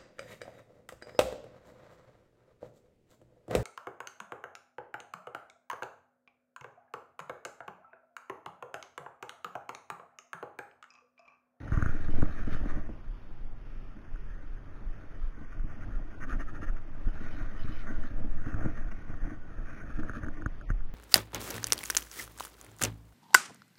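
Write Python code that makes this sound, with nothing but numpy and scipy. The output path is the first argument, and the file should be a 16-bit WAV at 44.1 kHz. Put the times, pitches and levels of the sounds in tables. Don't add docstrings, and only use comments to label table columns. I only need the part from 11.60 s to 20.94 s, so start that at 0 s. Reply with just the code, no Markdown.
import sys
import numpy as np
from scipy import signal
from scipy.io import wavfile
from scipy.ndimage import uniform_filter1d, minimum_filter1d

SR = 44100
rng = np.random.default_rng(int(sys.argv[2]) if len(sys.argv) > 2 else 0)


def linear_from_db(decibels):
    return 10 ** (np.asarray(decibels, float) / 20)


def wav_out(sig):
    wavfile.write(sys.argv[1], SR, np.round(np.clip(np.atleast_2d(sig).T, -1, 1) * 32767).astype(np.int16))


N = 411894
TIME = np.arange(N) / SR


def unit(x):
    return x / np.sqrt(np.mean(x ** 2))


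def band(x, hz, width_hz):
    return signal.lfilter(*signal.iirpeak(hz, hz / width_hz, SR), x)


def steep_band(x, hz, width_hz):
    return band(band(x, hz, width_hz), hz, width_hz)


def ring(x, modes, sense=-1):
    return sum(sense ** k * linear_from_db(db) * band(x, hz, width_hz) for k, (hz, width_hz, db) in enumerate(modes))


def walk(rate_hz):
    hold = int(SR / rate_hz)
    steps = np.repeat(rng.standard_normal(N // hold + 1), hold)
    slewed = uniform_filter1d(uniform_filter1d(steps, hold), hold)
    return unit(slewed[:N])


def grit(rate_hz, spread_db):
    hit = rng.random(N) < rate_hz / SR
    size = rng.exponential(size=N)
    return unit(hit * rng.standard_normal(N) * linear_from_db(spread_db * size))


def around(s, reach_s):
    near = slice(max(int((s - reach_s) * SR), 0), int((s + reach_s) * SR))
    return near, TIME[near] - s


def strike(s, levels_db, response):
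    push = np.zeros(N)
    push[(s * SR).astype(int)] = -linear_from_db(levels_db)
    return signal.oaconvolve(push, response / np.abs(response).max())[:N]


def curve(table):
    return np.interp(TIME, *np.transpose(table))


# frequency in Hz, density in dB per Hz.
SEA_SPECTRUM = [(18, -31), (30, 3.5), (65, -64), (106, -16), (138, -31), (173, -31.5), (353, -35.5),
                (390, -35), (489, -48.5), (530, -35), (611, -43.5), (882, -43), (3900, -53), (5070, -87),
                (8580, -120)]


def sea():
    level_db = -62
    hz_points, db_points = np.transpose(SEA_SPECTRUM)
    out, power_above = 0, 0
    swell_db = .7 * walk(1.2)
    for hz in 32 * 2 ** (np.arange(21) / 3):
        db = np.interp(np.log(hz), np.log(hz_points), db_points) + 10 * np.log10(hz)
        noise = unit(steep_band(rng.standard_normal(N), hz, hz / 3))
        out = out + linear_from_db(db + swell_db + 2.14 * walk(10)) * noise
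        power_above = power_above + (hz > 340) * linear_from_db(db) ** 2
    return out * linear_from_db(level_db) / np.sqrt(power_above)


# time in seconds, rub level in dB.
CLOTH_PRESS = [(0, -60.5), (.2, -44.5), (.52, -56), (.68, -51), (1.15, -54), (1.35, -67), (2.05, -70.5),
               (2.35, -63), (4.3, -62), (5.2, -66), (5.6, -52.5), (5.9, -55), (6.35, -53.5), (6.66, -61.5),
               (6.95, -50.5), (7.7, -64), (8.25, -54.5), (9.34, -69)]
# centre in seconds, rms in dB,
# length in seconds.
STROKES = [(0.136, -44, 0.027), (0.29, -50, 0.069), (4.627, -44, 0.05), (4.718, -43, 0.088),
           (4.811, -43, 0.045), (4.888, -52, 0.049), (4.962, -50.5, 0.051), (5.034, -43.5, 0.039),
           (5.086, -48.5, 0.04), (5.173, -52.5, 0.03), (7.098, -52, 0.019), (7.173, -52, 0.037),
           (7.319, -46, 0.012), (7.503, -53.5, 0.047), (7.675, -51.5, 0.17), (8.099, -55, 0.023),
           (8.197, -56, 0.077), (8.396, -48.5, 0.022), (8.491, -49.5, 0.055), (8.562, -48, 0.076),
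           (8.635, -48.5, 0.049), (9.101, -48.5, 0.031),
           (0.645, -51, 0.062), (0.792, -48.5, 0.08), (0.935, -47.5, 0.093), (1.098, -50, 0.046),
         (1.177, -53, .05), (3.488, -65.5, 0.29), (3.925, -57.5, .07), (4.115, -55.5, 0.1),
         (4.226, -52.5, .05), (4.335, -58.5, 0.092), (4.532, -56.5, 0.1), (5.675, -52.5, 0.11),
         (5.806, -53, 0.14), (6.084, -58.5, 0.29), (6.288, -49.5, 0.085), (6.445, -55, 0.082),
         (6.889, -49, 0.098), (7.03, -49, 0.13), (7.956, -60, 0.2), (8.134, -54.5, 0.15),
         (8.77, -54.5, 0.096)]
# frequency in Hz, width in Hz, level in dB.
SHELL_MODES = [(1175, 111, -3), (1383, 218, -1), (1474, 130, 2), (1602, 142, -3.5), (1846, 111, -3),
               (2405, 520, -14.5), (2637, 320, -15), (630, 100, -4.5)]
# frequency in Hz, width in Hz, level in dB.
BODY_MODES = [(203.3, 71, -3.5), (249, 34.4, 0.5), (301, 31.3, -1.5), (506, 302, -11), (631.5, 184, -8)]
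# frequency in Hz, width in Hz, level in dB.
SHEEN_MODES = [(1850, 390, -6), (2756, 190, -4)]


def rub():
    quick_s = 0.062
    strokes, quick = np.zeros((2, N))
    for s, db, length_s in STROKES:
        near, u = around(s, .15)
        shape = linear_from_db(db) * np.exp(-np.abs(u / (0.45 * length_s)) ** 2.8)
        strokes[near] += shape
        quick[near] += shape / (1 + (length_s / quick_s) ** 2)
    fibres = grit(4000, spread_db=1.0)
    drag = np.hypot(linear_from_db(curve(CLOTH_PRESS) + 0.64 * walk(30)), strokes) * fibres
    wandering = [(hz, width_hz, db + 1.6 * walk(15)) for hz, width_hz, db in SHELL_MODES]
    shell, body = ring(drag, wandering), ring(drag, BODY_MODES)
    sheen = ring(quick * fibres, SHEEN_MODES)
    return linear_from_db(19.5) * shell + linear_from_db(19.5) * body + linear_from_db(11.5) * sheen


# first in seconds, end in seconds, period in seconds.
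THROB_SPELLS = [
    (1.448, 5.9, .3654),
    (6.54, 8.8, .364),
]


def beats():
    return np.concatenate([np.arange(*spell) for spell in THROB_SPELLS])


# time in seconds, level in dB.
SHAKE = [(0, -45), (.15, -40.5), (.35, -41.5), (1.17, -42), (1.4, -56.5), (2.1, -60), (3.5, -50),
         (3.75, -58.5), (4.2, -45.5), (5.2, -47), (6.5, -47), (6.8, -43), (7.02, -35), (7.3, -48),
         (7.7, -47), (8.1, -48), (8.6, -42), (9.34, -60)]
# frequency in Hz, width in Hz, level in dB.
DEEP_MODES = [(55, 32.1, 0), (93.2, 44.5, 0.016)]


def buffet():
    body_db, low_db, deep_db = -7, -14.5, -2.5
    low_share, throb_shake_db = 0.43, 1
    shake_db, sway_db = curve(SHAKE), curve(SWAY)
    for s in beats():
        near, u = around(s, .2)
        shake_db[near] += throb_shake_db * np.exp(-(u / 0.2) ** 2)
    lumps = grit(700, spread_db=1.0) * linear_from_db(2.6 * walk(24))
    low, deep = (unit(ring(band(lumps, 70., 90.), [mode])) for mode in DEEP_MODES)
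    body = linear_from_db(shake_db + body_db) * unit(ring(lumps, BODY_MODES))
    low = linear_from_db(low_db + shake_db + low_share * (sway_db - shake_db)) * low
    return body + low - linear_from_db(shake_db + deep_db) * deep


# time in seconds, level in dB.
SWAY = [(0.0, -63), (0.1, -26.5), (0.7, -16), (0.75, -26.5), (1.2, -20.5), (1.3, -36), (3.35, -39.5),
        (6.81, -23), (6.87, -34), (7.08, -26), (8.19, -41.5), (8.35, -30.5), (8.95, -32.5), (9.05, -61),
        (9.21, -22.5), (9.34, -42)]
# time in seconds, peak in dB.
THROB_LEVEL = [(1.4, -34.5), (2.9, -29), (3.63, -22), (4.37, -25), (5.46, -19.5), (5.83, -26), (6.9, -35),
               (7.63, -25), (8.36, -29), (8.73, -40)]
# time in seconds, peak in dB, frequency in Hz.
JOLTS = [
    (.145, -22, 24.3),
    (1.037, -24, 27),
    (1.277, -37, 22),
    (9.116, -21, 33.2),
]


def mount():
    throb_hz, octave_db = 22.15, -10
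    slow = band(rng.standard_normal(N), 8.4, 8.1)
    slow = band(band(slow, 9.6, 12.3), 10.04, 13.0)
    sway = unit(slow) * linear_from_db(curve(SWAY))
    throbs = [(s, np.interp(s, *np.transpose(THROB_LEVEL)), throb_hz) for s in beats()]
    for s, db, hz in throbs + JOLTS:
        near, u = around(s, .25)
        swing = np.exp(-(u / np.where(u < 0, .03, .055)) ** 2)
        sway[near] += linear_from_db(db) * swing * np.sin(2 * np.pi * hz * u)
        sway[near] += linear_from_db(db + octave_db) * np.exp(-(u / 0.022) ** 2) * np.sin(2 * np.pi * 2 * hz * u)
    return sway


# centre in seconds, whir in dB, length in seconds.
CRANKS = [
    (0.24, -64.5, 0.38),
    (0.643, -61, 0.37),
    (0.924, -53.5, 0.091),
    (1.093, -59.5, 0.091),
    (5.732, -62.5, .35),
    (6.134, -57.5, 0.28),
    (6.459, -64, 0.12),
    (8.693, -79.5, 0.086),
]


def cranking():
    idle_db = -77
    turns = sum(linear_from_db(db) * np.exp(-((TIME - s) / (.5 * length_s)) ** 2) for s, db, length_s in CRANKS)
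    return 20 * np.log10(linear_from_db(idle_db) + turns)


# frequency in Hz, width in Hz, level in dB.
REEL_MODES = [(2120, 430, 0), (2990, 80, -5), (3600, 200, -4.5), (3790, 150, -7)]


def reel():
    flutter_db = 3.5
    teeth = grit(2000, spread_db=-3.5)
    whir = 0
    for hz, width_hz, db in REEL_MODES:
        whir = whir + linear_from_db(db + flutter_db * walk(40)) * unit(steep_band(teeth, hz, 2 * width_hz))
    return linear_from_db(cranking() - 3.0) * whir


# time in seconds, tick peak in dB, deep thud in dB above the tick.
TICKS = [(0.0787, -39, -4), (0.1196, -33, 8), (0.173, -31.5, 8), (0.2238, -23, -2), (0.2595, -25.5, -2),
         (0.2904, -35.5, 4), (.4832, -40, 6.5), (0.622, -32, 6), (0.946, -35, 0.5), (2.5587, -44, -20),
         (3.9956, -44.5, -5), (4.7265, -34.5, -6), (5.8112, -44, 3), (6.437, -38, -17), (6.861, -37.5, 1.5),
         (6.9412, -32.5, 1.5), (7.0528, -39, -2), (7.5398, -42.5, 0), (8.302, -40.5, -2),
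         (8.4323, -35, -17), (8.495, -27.5, -10.5), (8.534, -35.5, -13), (8.6333, -37.5, 2),
         (8.6644, -37.5, -12), (8.684, -34, -10), (8.8205, -36, -26), (8.86, -24, -4.5), (9.0117, -41, -13),
         (9.102, -28, 0), (9.206, -48, -2)]
# time in seconds, knock in dB, deep thud in dB above the knock.
BUMPS = [(0.174, -35.5, -14), (0.3412, -38, -11), (0.484, -36.5, -16), (0.578, -34, -6), (0.631, -37, -21),
         (0.87, -34, -3.5), (1.06, -40.5, -4), (1.1638, -39.5, 2), (1.2895, -40.5, 0.5), (2.359, -46.5, -7),
         (3.7713, -47, -6), (3.808, -47, 0), (4.0414, -48, 11), (4.729, -41, -15), (5.4665, -41.5, 6),
         (5.6066, -43.5, -3), (6.0436, -42.5, 7.5), (6.0889, -41.5, 6), (6.3001, -35.5, -16),
         (6.44, -43, -5), (6.5337, -47, -6), (6.638, -38, -19), (6.863, -37.5, -6), (7.06, -37, 9),
         (7.4935, -45, 5), (7.7107, -41.5, -13), (8.3842, -36, 0), (8.5657, -40.5, -2), (8.635, -45, -7),
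         (8.665, -37, -9)]
# time in seconds, knock in dB.
BLOWS = [
    (0.6262, -24.5),
    (1.056, -35),
    (1.2893, -41),
    (5.025, -40),
    (7.0558, -29.5),
    (8.497, -53),
    (8.861, -56.5),
    (9.104, -46.5),
]


def taps():
    tick_knock_db, bump_tick_db = -14.5, -22.5
    edge_s = .0002
    tick_s, hard_db, hard_thud_db = np.transpose(TICKS)
    bump_s, soft_db, soft_thud_db = np.transpose(BUMPS)
    blow_s, blow_db = np.transpose(BLOWS)
    s = np.r_[tick_s, bump_s]
    u = TIME[:4000]
    click = np.exp(-((u - .0014) / 0.0011) ** 2) * np.sin(2 * np.pi * 1466.0 * u)
    tick = click + linear_from_db(-7.0) * ring(click, SHELL_MODES)
    rap = np.exp(-((u - .003) / 0.00065) ** 2)
    push = np.exp(-((u - .0025) / 0.0012) ** 2)
    knock = ring(band(rap, 280., 350.), BODY_MODES, sense=1)
    thud = ring(push, DEEP_MODES, sense=1)
    bump = np.convolve(knock, np.exp(-u[:1500] / 0.013) * rng.standard_normal(1500))
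    edge = np.exp(-((u - .0015) / edge_s) ** 2)
    knock = knock + linear_from_db(-8.0) * band(edge, 640.0, 810.0)
    out = strike(s, np.r_[hard_db, soft_db + bump_tick_db] + 1.5, tick)
    out += strike(tick_s, hard_db + tick_knock_db + 7.0, knock)
    out += strike(bump_s, soft_db + 6.0, bump)
    out += strike(blow_s, blow_db + 4.5, knock)
    out += strike(s, np.r_[hard_db + hard_thud_db, soft_db + soft_thud_db] + 7.5, thud)
    return out


# centre in seconds, rms in dB, length in seconds, frequency in Hz.
GROANS = [
    (1.067, -42.5, 0.046, 285),
    (4.75, -46.5, 0.17, 266),
    (5.799, -48.5, .08, 286),
    (6.3, -47, 0.091, 210),
    (7.7, -49.5, 0.11, 312),
    (8.399, -45.5, .06, 302),
    (8.802, -49, 0.15, 310),
]


def groans():
    out, noise = np.zeros(N), rng.standard_normal(20000)
    for s, db, length_s, hz in GROANS:
        near, u = around(s, .2)
        moan = unit(steep_band(noise, hz, 40.))[:len(u)]
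        out[near] += linear_from_db(db) * np.exp(-(u / (.5 * length_s)) ** 2) * moan
    return out


def scene():
    return (sea() + rub() + buffet() + mount() + reel() + taps() + groans())[None]


SAMPLE_HZ = 8000


def starve(samples, margin_db=17.5, spread_db=4., top_db=-2.5):
    hz, _, cells = signal.stft(samples, SAMPLE_HZ, nperseg=256, noverlap=192)
    power = uniform_filter1d(np.abs(cells) ** 2, size=5, axis=0)
    db = 10 * np.log10(uniform_filter1d(power, size=3, axis=1) + 1e-14)
    loud = -minimum_filter1d(-db, size=15, axis=1)
    loud = np.roll(loud, -5, axis=1)
    below = np.roll(loud, int(250 / hz[1]), axis=0)
    loud = np.maximum(loud, below - spread_db)
    usual = np.median(db, axis=1, keepdims=True)
    hz = hz[:, None]
    spare = np.minimum(db - loud + margin_db, db - usual - top_db + (3900 - hz) / 200)
    keep = np.where(hz > 1100, .05 + .95 / (1 + np.exp(-np.clip(spare, -30, 30))), 1)
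    return signal.istft(cells * keep, SAMPLE_HZ, nperseg=256, noverlap=192)[1][:len(samples)]


def roll_off(x):
    return signal.sosfilt(signal.butter(12, 15780, fs=SR, output="sos"), x)


def record(dry):
    sos = signal.ellip(6, .5, 40, 3880, fs=SR, output="sos")
    sample_s = np.arange(0, N / SR, 1 / SAMPLE_HZ)
    samples = starve(np.interp(sample_s, TIME, signal.sosfilt(sos, dry[0])))
    joined = np.interp(TIME, sample_s, samples)[None]
    return roll_off(joined)


dry = scene()
out = record(dry)
wav_out(out)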